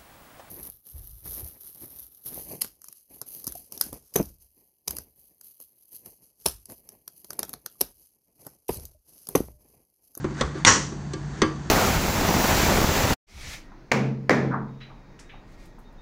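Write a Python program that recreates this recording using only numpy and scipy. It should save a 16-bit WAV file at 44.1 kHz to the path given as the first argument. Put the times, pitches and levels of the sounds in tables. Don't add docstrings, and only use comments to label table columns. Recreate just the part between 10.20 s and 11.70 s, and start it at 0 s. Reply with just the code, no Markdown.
import sys
import numpy as np
from scipy import signal
from scipy.fft import rfft, irfft, next_fast_len
from scipy.io import wavfile
from scipy.ndimage import map_coordinates

SR = 44100
rng = np.random.default_rng(int(sys.argv[2]) if len(sys.argv) > 2 else 0)


def put_to_file(sound):
    columns = np.atleast_2d(sound).T
    safe = np.clip(columns, -1, 1)
    whole_steps = np.round(safe * 32767)
    wavfile.write(sys.argv[1], SR, whole_steps.astype(np.int16))


N = 66150

# frequency in Hz, middle rms level in dB.
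HUM_TONES = [(144, -36.5), (4538, -64)]
HUM_WAVER_DB, HUM_DRIFT_RAD, HUM_CHANGES_PER_S = .6, .15, 10
# frequency in Hz, relative density in dB per Hz.
BACKGROUND_COLOUR = [(20, -29), (35, -10.5), (52, 5), (70, 0.5), (105, -3.5), (150, 1.5), (205, 1.5),
                     (300, -4.5), (400, -11.5), (520, -21.5), (700, -15.5), (1050, -16.5), (1500, -47.5),
                     (2400, -31), (3600, -33), (4600, -39.5), (6300, -29.5), (7600, -34.5), (10000, -61)]
BACKGROUND_DB = -37

# time in seconds, rms level in dB.
SCRAPE_LEVEL = [(0, -48), (.12, -51.5), (.2, -36.5), (.26, -41), (.32, -50), (.39, -41), (.44, -48.5),
                (.75, -51.5), (1.08, -49.5), (1.14, -46), (1.2, -42.5), (1.3, -54.5), (1.5, -45)]
# frequency in Hz, relative density in dB per Hz.
SCRAPE_COLOUR = [(200, -8), (400, -2), (700, -5), (1000, -4), (1350, 0), (1750, 1), (2300, -10),
                 (3000, -15), (3900, -12), (5000, -16), (6500, -13), (10000, -33)]
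SCRAPE_ROUGH_DB, SCRAPE_CHANGES_PER_S = 1, 560

# start in seconds, then levels in dB of tick, clack, can knock,
# lid ring and opener ring, each applied to the sounds shaped below.
BITES = [(0.0427, -39.5, -27, -19.5, -52, -57), (0.108, -52, -42, -27, -56, -56),
         (0.21, -19.5, -18, -47, -54, -27), (0.2169, -28.5, -30.5, -27, -69.5, -40),
         (0.352, -50, -42, -24.5, -47.5, -69.5), (0.721, -53, -39, -29.5, -60, -55),
         (0.9345, -27.5, -70, -24, -39.5, -46), (1.188, -48, -47, -36, -54, -59),
         (1.2181, -17, -14, -9, -23.5, -20.5)]
# frequency in Hz, relative density in dB per Hz.
TICK_COLOUR = [(300, -16.5), (1200, -4.5), (2100, -6), (2700, -8), (3600, 4), (5000, -3.5), (6200, -4),
               (8000, -9.5), (10000, -25)]
# frequency in Hz, relative density in dB per Hz.
CLACK_COLOUR = [(200, -2), (520, -0.5), (660, -9.5), (900, -5), (1150, 1.5), (1600, -10), (2050, -11),
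                (2700, -19.5), (8000, -48)]
# frequency in Hz, relative level in dB, t60 in seconds.
CAN_MODES = [(94, -16.5, 0.35), (229.6, -2, 0.078), (317.8, -6.5, 0.23), (354.4, 4.5, 0.06),
             (380.8, -11, 0.18), (515.3, -14.5, 0.15)]
# frequency in Hz, relative level in dB, t60 in seconds.
LID_MODES = [(1162, 0, .31), (1626, 0, .18), (1775, -12, .28), (2200, -9, .2), (2649, -15, .24),
             (3062, -10, .22), (3456, -11, .13), (4455, -8, .14), (4759, -12, .17), (6207, -15, .16)]
# frequency in Hz, relative level in dB, t60 in seconds.
OPENER_MODES = [(1120, 2, .07), (1930, -3, .07), (2090, 0, .06), (3370, -3, .05), (3740, -8, .05),
                (5990, -5, .06), (6220, -5, .06)]
TICK_RISE_S, TICK_T60 = .0003, .035
CLACK_RISE_S, CLACK_T60 = 0.0011, 0.071
CLACK_TAIL_DB, CLACK_TAIL_T60 = -14, 0.38
KNOCK_LAG_S, KNOCK_RISE_S = .002, 0.0031
CLICK_ROOM_DB, CLICK_ROOM_RISE_S = -15, .019
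RING_SCATTER_DB = 1

# start in seconds, level in dB before scatter.
HAND_BUMPS = [(0.234, -22.5), (0.532, -30.5)]
BUMP_HZ, BUMP_T60, BUMP_RISE_S = 67, .28, .006

# start in seconds, level in dB, t60 in seconds.
SNAP_BLOWS = [(0.449, -3, .024), (0.454, -17, .012), (0.4708, -19, .025), (0.4797, -11, .018),
              (0.4967, -18, .01)]
# frequency in Hz, relative density in dB per Hz.
CRACK_COLOUR = [(40, -32), (100, -15), (220, -3), (450, -7), (620, -16), (900, -3), (1200, -1), (1500, -3),
                (2200, 2), (3200, -3), (4200, 1), (5000, -9), (5800, -4), (8000, -10), (10000, -24)]
SNAP_RISE_S = 0.0003
# frequency in Hz, relative level in dB, t60 in seconds.
STEEL_MODES = [(97, -18, .32), (255, -14, .2), (527, -21, .34), (936, -17, .26), (1095, -11, .31),
               (1220, -20, .25), (1335, -20, .32), (1474, -19, .31), (1700, -23, .32), (1796, -20, .3),
               (1919, -16, .28), (2840, -27, .27), (5654, -20, .34), (5746, -18, .29), (5825, -20, .28),
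               (6605, -22, .29), (6987, -22, .3)]
STEEL_DB, STEEL_RISE_S = 1, .013
# frequency in Hz, relative density in dB per Hz.
REVERB_COLOUR = [(50, -7.5), (100, -6), (160, 5), (260, 4.5), (420, 1), (700, -7.5), (950, 5), (1400, 2),
                 (1950, 3.5), (2400, -5.5), (3000, -2.5), (3750, -8.5), (4600, -4), (5200, -4), (5800, 4.5),
                 (7000, -1), (8400, -14), (10000, -35.5)]
REVERB_DB = -6.5
RECOVERY_S, RECOVERY_STEEP = .019, 3

# frequency in Hz, t60 in seconds.
ROOM_DECAY = [(100, 0.27), (300, 0.51), (1000, 0.37), (2000, 0.37), (4000, 0.42), (6500, 0.4),
              (10000, 0.43)]
LATE_DB, LATE_T60 = -26.5, 0.5

CLIP_TOP, CLIP_HARDNESS = 1.0, 5
TOP_HZ = 10000


def amp(db):
    return 10 ** (np.asarray(db) / 20)


def unit(x):
    return x / np.sqrt(np.mean(x ** 2) + 1e-20)


def along(points, hz):
    f, v = np.transpose(points)
    return np.interp(np.log(hz + 1), np.log(f + 1), v)


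def since(s):
    return np.maximum(np.arange(N) / SR - s, 0)


def wobble(rate):
    knots = rng.standard_normal(2048)
    return map_coordinates(knots, [since(0) * rate], mode="mirror")


def filtered(x, response):
    m = next_fast_len(N + SR // 2)
    gain = response(np.fft.rfftfreq(m, 1 / SR))
    return irfft(rfft(x, m) * gain, m)[:N]


def noise(colour):
    return unit(filtered(rng.standard_normal(N), lambda hz: amp(along(colour, hz))))


def fade(t, t60):
    return np.exp(-np.log(1000) * t / t60)


def struck(s, rise, t60):
    return (1 - np.exp(-since(s) / rise)) * fade(since(s), t60)


def ring(modes, s, rise):
    out = np.zeros(N)
    for hz, db, t60 in modes:
        level = amp(db + RING_SCATTER_DB * rng.standard_normal())
        out += level * struck(s, rise, t60) * np.sin(2 * np.pi * hz * since(s))
    return out


def die_in_room(x, s):
    hz, t, spectrum = signal.stft(x, SR, nperseg=256)
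    age = np.maximum(t - s, 0)
    main = fade(age, along(ROOM_DECAY, hz)[:, None])
    late = amp(LATE_DB) * fade(age, LATE_T60)
    return signal.istft(spectrum * np.hypot(main, late), SR, nperseg=256)[1][:N]


def appliance():
    out = np.zeros(N)
    for hz, db in HUM_TONES:
        drift = HUM_DRIFT_RAD * wobble(HUM_CHANGES_PER_S)
        tone = unit(np.sin(2 * np.pi * hz * since(0) + drift))
        out += amp(db + HUM_WAVER_DB * wobble(HUM_CHANGES_PER_S)) * tone
    return out


def kitchen_background():
    return amp(BACKGROUND_DB) * noise(BACKGROUND_COLOUR)


def scrape():
    level_db = np.interp(since(0), *np.transpose(SCRAPE_LEVEL))
    grit = amp(SCRAPE_ROUGH_DB * wobble(SCRAPE_CHANGES_PER_S))
    return amp(level_db) * unit(noise(SCRAPE_COLOUR) * grit)


def click_room(x):
    onset = 1 - np.exp(-since(0) / CLICK_ROOM_RISE_S)
    echo = die_in_room(rng.standard_normal(N), 0) * onset
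    return amp(CLICK_ROOM_DB) * signal.fftconvolve(x, echo / np.linalg.norm(echo))[:N]


def clicks():
    out = np.zeros(N)
    for s, tick_db, clack_db, knock_db, lid_db, opener_db in BITES:
        clack_tail = amp(CLACK_TAIL_DB) * struck(s, CLACK_RISE_S, CLACK_TAIL_T60)
        clack = struck(s, CLACK_RISE_S, CLACK_T60) + clack_tail
        out += amp(tick_db) * noise(TICK_COLOUR) * struck(s, TICK_RISE_S, TICK_T60)
        out += amp(clack_db) * noise(CLACK_COLOUR) * clack
        out += amp(knock_db) * ring(CAN_MODES, s + KNOCK_LAG_S, KNOCK_RISE_S)
        out += amp(lid_db) * ring(LID_MODES, s, CLACK_RISE_S)
        out += amp(opener_db) * ring(OPENER_MODES, s, TICK_RISE_S)
    return out + click_room(out)


def hand_bumps():
    return sum(ring([(BUMP_HZ, db, BUMP_T60)], s, BUMP_RISE_S) for s, db in HAND_BUMPS)


def snap():
    start = SNAP_BLOWS[0][0]
    cracks = np.zeros(N)
    for s, db, t60 in SNAP_BLOWS:
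        cracks += amp(db) * noise(CRACK_COLOUR) * struck(s, SNAP_RISE_S, t60)
    recovery = 1 - np.exp(-(since(start) / RECOVERY_S) ** RECOVERY_STEEP)
    reverb = amp(REVERB_DB) * die_in_room(noise(REVERB_COLOUR), start)
    steel = amp(STEEL_DB) * ring(STEEL_MODES, start, STEEL_RISE_S)
    return cracks + recovery * (reverb + steel)


def scene():
    background = appliance() + kitchen_background()
    return (background + scrape() + clicks() + hand_bumps() + snap())[None]


def record(dry):
    x = dry[0]
    rounded = x / (1 + np.abs(x / CLIP_TOP) ** CLIP_HARDNESS) ** (1 / CLIP_HARDNESS)
    return filtered(rounded, lambda hz: 1 / np.sqrt(1 + (hz / TOP_HZ) ** 260))[None]


dry = scene()
out = record(dry)
put_to_file(out)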